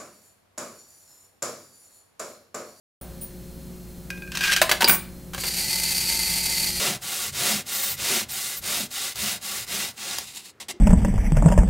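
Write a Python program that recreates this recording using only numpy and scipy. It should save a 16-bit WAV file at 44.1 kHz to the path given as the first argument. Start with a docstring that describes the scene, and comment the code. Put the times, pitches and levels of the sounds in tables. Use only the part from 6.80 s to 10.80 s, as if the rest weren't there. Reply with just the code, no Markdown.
"""A hand saw rasps through a rigid foam form, heard close in a small room. For six strokes to and fro
the teeth crush foam cells while the form rumbles on its stand; the pushes bite deeper with a low
growl, and the second to fourth pulls squeak. Near 3.4 s the last bridge of foam snaps and the blade
slides along the loose piece. Two short scrapes follow, the second with a faint low tone."""
import sys
import numpy as np
from scipy import signal
from scipy.fft import rfft, irfft
from scipy.io import wavfile
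from scipy.ndimage import map_coordinates

SR = 44100
rng = np.random.default_rng(int(sys.argv[2]) if len(sys.argv) > 2 else 0)


def output_pcm(signal):
    """Save a mono or channel-first signal as 16-bit PCM at the path in sys.argv[1].

    Samples are clipped to [-1, 1] before scaling.
    """
    pcm = np.clip(np.atleast_2d(signal).T, -1, 1) * 32767
    wavfile.write(sys.argv[1], SR, np.round(pcm).astype(np.int16))


N = 176400
T = np.arange(N) / SR

# Saw strokes. Each row: start and end in seconds, level in dB, body and fizz offsets in dB,
# exponent of speed in the loudness, fastest point as a fraction of the stroke.
PUSHES = [(-.13, 0.194, -22, -2, -1, 1.27, .53), (.5, 0.843, -21.5, -4.5, 0, 1.35, .55),
          (1.149, 1.46, -21, -6, -1, 1.2, .6), (1.802, 2.087, -25, -5, 1, 1.14, .48),
          (2.335, 2.596, -25, -7.5, 0, 0.99, .5), (2.855, 3.135, -26, -6.5, -1.5, 1, .42)]
PULLS = [(.2, .518, -26, -1, -2.5, 0.51, 0.64), (.848, 1.168, -25, -3.5, -2, 0.55, .55),
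         (1.478, 1.815, -28, -3.5, -0.5, 0.43, 0.34), (2.092, 2.346, -25.5, -3.5, -5, 0.76, .56),
         (2.6, 2.864, -27.5, -1, -3.5, 0.66, .55), (3.152, 3.46, -28, -0.5, -8.5, 0.71, 0.51)]
# Spectra of the contacts. Each row: frequency in Hz, relative spectral density in dB.
PUSH_SPECTRUM = [(110, -29), (180, 0.5), (315, -2), (394, -0.5), (541, -4), (594, -1.5), (652, -3),
                 (1080, -4), (1400, -3.5), (1560, -5.5), (2190, -3.5), (2360, -4), (3620, -2), (7920, -3),
                 (15500, -9.5)]
PULL_SPECTRUM = [(59, -33), (100, -24), (188, -4.5), (243, -8), (326, -8.5), (378, -6.5), (457, -6),
                 (497, -14.5), (530, -6), (614, -13.5), (682, -11.5), (791, -2.5), (998, -12.5), (1110, -2),
                 (1290, -8), (1400, -2.5), (1520, -7.5), (2040, -4), (2420, -6.5), (2810, -3.5), (3320, -3),
                 (3850, -1.5), (5510, -2.5), (7890, -0.5), (15500, -5.5)]
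SNAP_SPECTRUM = [(180, -40), (300, -16), (953, -9.5), (2140, -11.5), (2610, -12), (4960, -2), (6570, -5),
                 (9760, -16), (11100, -6), (15500, -15)]
SLIDE_SPECTRUM = [(88, -46), (150, -13), (373, -17), (411, -31), (631, -30), (781, -14.5), (1480, -21),
                  (2270, -13.5), (2600, -9.5), (3350, -12), (3830, -7), (4390, -8), (6110, -12.5),
                  (7410, -7.5), (8170, -10.5), (10900, -14.5), (15500, -21.5)]
SCRAPE_SPECTRUM = [(88, -44), (150, -16), (268, -10), (509, -14), (766, -5.5), (985, -14), (1150, -7),
                   (1510, -18), (2140, -4.5), (2310, -11.5), (3160, -5.5), (7000, -11.5), (7860, -6.5),
                   (9000, -12), (15500, -23)]
# Resonances of blade and form. Each row: frequency in Hz, relative level in dB.
MODES = [(597.5, -61), (710.6, -60), (1427, -58), (1986, -57), (2126, -57), (2536, -57), (2778, -56),
         (3725, -54), (5050, -56)]
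# Low, fuzzy, gliding growls of the saw on the pushes (and faintly at the end); squeaks on the pulls.
# Each row: start and end in seconds, first, middle and last frequency in Hz, level in dB.
GROWLS = [(-.02, .13, 484, 405, 334, -39.5), (.04, .19, 185, 135, 119, -41), (.56, .73, 120, 145, 254, -43),
          (.61, .7, 356, 371, 387, -41), (.68, .81, 270, 187, 147, -36.5), (1.26, 1.41, 380, 413, 316, -38),
          (1.27, 1.44, 170, 244, 192, -39), (1.87, 2.0, 130, 165.4, 200, -47.5),
          (1.98, 2.06, 261, 227, 196, -38.5), (2.36, 2.6, 167, 200, 160, -43.5),
          (2.87, 3.1, 161.3, 180, 168, -46.5), (3.88, 3.99, 352, 352, 352, -54),
          (3.925, 3.98, 277, 275, 270, -48)]
SQUEAKS = [(.91, 1.04, 13200, 14100, 13800, -32), (1.015, 1.06, 14300, 15300, 14800, -26.5),
           (1.04, 1.162, 14500, 14400, 13400, -31), (1.505, 1.543, 10500, 13200, 14200, -35),
           (1.76, 1.802, 14400, 13100, 11200, -34), (2.103, 2.13, 10800, 12400, 13200, -45)]
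# Foam bridges breaking. Each row: time in seconds, relative level in dB.
SNAPS = [(2.358, -27.5), (2.484, -29), (3.311, -28), (3.3852, -17), (3.55, -43), (3.627, -50)]
# Envelopes of the sliding blade and the shaking form. Each row: time in seconds, level in dB.
SLIDE_LEVELS = [(3.38, -60), (3.41, -47), (3.48, -39.5), (3.535, -45.5), (3.575, -36.5), (3.63, -49),
                (3.665, -42), (3.705, -47.5), (3.73, -88)]
SHAKE_LEVELS = [(0.0, -52), (0.17, -51.5), (0.38, -60), (0.5, -46.5), (1.05, -60.5), (1.12, -44.5),
                (1.73, -59), (1.8, -48.5), (2.31, -61.5), (2.4, -45.5), (2.68, -62.5), (2.81, -52),
                (3.11, -56), (3.14, -67), (3.37, -54), (3.63, -76), (3.9, -60), (3.99, -68)]
# Catches on the cut edge. Each row: start and hold in seconds, level and swell in dB, release in seconds.
SCRAPES = [(3.8, 0.024, -34.5, -3, 0.012), (3.8835, 0.029, -33, 4, 0.0046)]
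# Spectra of the form's rumble and the room's air. Each row: frequency in Hz, relative density in dB.
SHAKE_SPECTRUM = [(20, -40), (32, -14), (48, -2), (80, -1), (125, 3), (190, -9), (400, -40)]
AIR_SPECTRUM = [(24, -33), (40, -9), (407, 1.5), (758, -10.5), (1020, -9), (1350, -7), (2330, -14),
                (3300, -20), (15500, -33)]
# Reverberation. Each row: frequency in Hz, time to fall 60 dB in seconds.
ROOM_T60 = [(100, 0.75), (500, 0.63), (2000, 0.34), (6000, 0.23), (15000, 0.053)]

CELLS_PER_S, CELL_SPREAD_DB, RUB_SHARE = 7000, 2.5, 0.71
SMEAR_S, SMEAR_HZ = .003, 999  # bending-wave delay at one frequency; lower waves arrive later
TOOTH_HZ, TOOTH_DEPTH, JUDDER_DB = 380, 0.12, 0.5
GRIP_SPEED = .15  # share of full speed below which the teeth lose their bite
BODY_BELOW_HZ, FIZZ_ABOVE_HZ = 1300, 8000
BLADE_ECHO_S, BLADE_TRAVEL_S, BLADE_ECHO_GAIN = .0016, 0.000414, 0.14
MODE_WIDTH_HZ, GROWL_WIDTH_HZ, SQUEAK_WIDTH_HZ = 40, 50, 1200
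SNAP_DECAY_S = 0.0032
RING_DB, CONTACT_DB, TAIL_DB, EARLY_DB, AIR_DB = -4.5, -55, -18, -10.5, -60


def saw_strokes(rows, spectrum):
    """Amplitude modulation: passing teeth pulse the crushing noise at a rate proportional to speed."""
    pace, gains = np.zeros(N), np.zeros((3, N))
    for start, end, db, body_db, fizz_db, exponent, fastest in rows:
        peak_s = start + (end - start) * fastest
        speed = np.sin(np.pi * np.interp(T, [start, peak_s, end], [0, .5, 1])).clip(0)
        grip = 1 - np.exp(-(speed / GRIP_SPEED) ** 2)
        pace += speed
        gains += amp([[db + body_db], [db], [db + fizz_db]]) * speed ** exponent * grip
    tooth_hz = TOOTH_HZ * pace * (1 + .15 * wander(40.15))
    teeth = 1 + TOOTH_DEPTH * np.cos(2 * np.pi * np.cumsum(tooth_hz) / SR)
    rasp = colour(unit(crunch() * teeth * amp(JUDDER_DB * wander(56))), spectrum)
    body = signal.sosfiltfilt(signal.butter(2, BODY_BELOW_HZ, fs=SR, output="sos"), rasp)
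    below_fizz = signal.sosfiltfilt(signal.butter(2, FIZZ_ABOVE_HZ, fs=SR, output="sos"), rasp)
    return gains[0] * body + gains[1] * (below_fizz - body) + gains[2] * (rasp - below_fizz)


def crunch():
    """Shot noise of bursting cells, smeared by dispersion in the blade, over smooth friction noise."""
    size = amp(CELL_SPREAD_DB * np.minimum(rng.exponential(1, N), 4))
    bursts = size * rng.choice([-1, 1], N) * (rng.random(N) < CELLS_PER_S / SR)
    hz = np.fft.rfftfreq(N, 1 / SR)
    dispersion = np.exp(-4j * np.pi * SMEAR_S * np.sqrt(hz * SMEAR_HZ))
    smeared = irfft(rfft(bursts) * dispersion, N)
    return unit(unit(smeared) + RUB_SHARE * rng.standard_normal(N))


def blade_echo(x):
    """Comb filtering: waves reflect from the blade's end with a delay that shifts as it travels."""
    turns = [s for row in PUSHES for s in row[:2]]
    position = np.cos(np.pi * np.interp(T, turns, np.arange(len(turns))))
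    delay = BLADE_ECHO_S + BLADE_TRAVEL_S * position
    return x + BLADE_ECHO_GAIN * map_coordinates(x, [(T - delay) * SR], order=3)


def ring(x):
    """Forced vibration: the narrow modes of blade and form add to the sound that drives them."""
    top_db = max(db for hz, db in MODES)
    modes = sum(amp(db - top_db) * resonate(x, hz, MODE_WIDTH_HZ) for hz, db in MODES)
    return x + 2 * amp(RING_DB) * modes


def saw_tones(rows, width_hz):
    """Noise in a gliding resonance gives the fuzzy tone of a growl or squeak, swelling and fading."""
    out = np.zeros(N)
    for start, end, first_hz, middle_hz, last_hz, db in rows:
        active = (T > start) & (T < end)
        progress = (T[active] - start) / (end - start)
        hz = np.interp(progress, [0, .5, 1], [first_hz, middle_hz, last_hz])
        band = resonate(rng.standard_normal(len(hz)), hz, width_hz)
        tone = unit(resonate(band, hz, 2 * width_hz))
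        out[active] += amp(db) * np.sin(np.pi * progress) * tone
    return out


def snaps():
    """Brittle fracture: each foam bridge gives an impulse and an exponentially fading crumble."""
    out = np.zeros(N)
    for start, db in SNAPS:
        at = round(start * SR)
        t = T[:N - at]
        crack = 4 * (t == 0)
        crumble = np.exp(-t / SNAP_DECAY_S) * rng.standard_normal(len(t))
        out[at:] += amp(db) * (crack + crumble)
    return colour(out, SNAP_SPECTRUM)


def scrapes():
    """Transient friction: the freed blade catches the cut edge twice."""
    level = np.zeros(N)
    for start, hold, db, swell_db, release in SCRAPES:
        t = T - start
        attack = np.clip(t / .0015, 0, 1)
        decay = np.exp(-np.maximum(t - hold, 0) / release)
        level += amp(db + swell_db * np.clip(t / hold, 0, 1)) * attack * decay
    return colour(crunch() * level, SCRAPE_SPECTRUM)


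def slide():
    """Sliding friction: the blade rubs lightly and unevenly along the loose piece."""
    level = amp(np.interp(T, *np.transpose(SLIDE_LEVELS), left=-120, right=-120))
    return colour(crunch() * level * amp(1.5 * wander(65)), SLIDE_SPECTRUM)


def shake():
    """Low-frequency vibration of the form on its stand is heard as a rumble."""
    level = amp(np.interp(T, *np.transpose(SHAKE_LEVELS)))
    return level * colour(rng.standard_normal(N), SHAKE_SPECTRUM)


def contact():
    """Faint friction persists in the cut, even at the turns, until the last pull ends."""
    fade = np.clip((PULLS[-1][1] - T) / .1, 0, 1)
    return amp(CONTACT_DB) * fade * colour(crunch(), PULL_SPECTRUM)


def room(x):
    """Reverberation: eight early reflections and a diffuse tail whose treble dies first."""
    hz, t, noise = signal.stft(rng.standard_normal(SR // 2), SR, nperseg=256)
    decay = amp(-60 * t / read(ROOM_T60, hz)[:, None])
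    tail = signal.istft(noise * decay * np.minimum(t / 0.0044, 1), SR, nperseg=256)[1]
    early = np.zeros(len(tail))
    early[(rng.uniform(.002, .014, size=8) * SR).astype(int)] = rng.choice([-1, 1], size=8)
    response = amp(TAIL_DB) * tail / np.linalg.norm(tail) + amp(EARLY_DB) * early / np.linalg.norm(early)
    return x + signal.fftconvolve(x, response)[:N]


def air():
    """Stationary noise forms the room's faint, low background."""
    return amp(AIR_DB) * colour(rng.standard_normal(N), AIR_SPECTRUM)


def amp(db):
    """Amplitude ratio of a level in decibels."""
    return 10 ** (np.asarray(db) / 20)


def unit(x):
    """Normalisation to rms 1."""
    return x / np.sqrt(np.mean(x ** 2) + 1e-20)


def read(points, hz):
    """Interpolation on a log-frequency axis."""
    table_hz, values = np.transpose(points)
    return np.interp(np.log(hz + 1), np.log(table_hz + 1), values)


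def colour(x, spectrum, size=4096):
    """Minimum-phase filtering with the given spectral shape and unit energy."""
    hz = abs(np.fft.fftfreq(size, 1 / SR))
    log_gain = np.log(amp(read(spectrum, hz)))
    taps = np.fft.ifft(np.exp(np.conj(signal.hilbert(log_gain)))).real[:size // 2]
    return signal.oaconvolve(x, taps / np.linalg.norm(taps))[:N]


def wander(rate_hz):
    """Low-passed noise gives a random fluctuation of rms 1."""
    rolloff = 1 + (np.fft.rfftfreq(N, 1 / SR) / rate_hz) ** 4
    return unit(irfft(rfft(rng.standard_normal(N)) / rolloff, N))


def resonate(x, hz, width_hz):
    """A damped resonator of peak gain 1, steady or gliding in frequency."""
    carrier = np.exp(2j * np.pi * np.cumsum(hz * np.ones(len(x))) / SR)
    pole = np.exp(-np.pi * width_hz / SR)
    return 2 * (carrier * signal.lfilter([1 - pole], [1, -pole], x / carrier + 1e-18)).real


def scene():
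    """Superposition of all sources in the room, the same in both channels."""
    sawing = saw_strokes(PUSHES, PUSH_SPECTRUM) + saw_strokes(PULLS, PULL_SPECTRUM) + contact()
    cutting = amp(-1) * (ring(blade_echo(sawing) + slide() + snaps()) + scrapes())
    tones = saw_tones(GROWLS, GROWL_WIDTH_HZ) + saw_tones(SQUEAKS, SQUEAK_WIDTH_HZ)
    mono = room(cutting + tones + shake()) + air()
    return np.array([mono, mono])


def record(dry):
    """Band limiting: a steep low-pass filter removes the highest treble."""
    lowpass = signal.firwin(1023, cutoff=15850, window=("kaiser", 9), fs=SR)
    return signal.oaconvolve(dry, lowpass[None], "same")


dry = scene()
out = record(dry)
output_pcm(out)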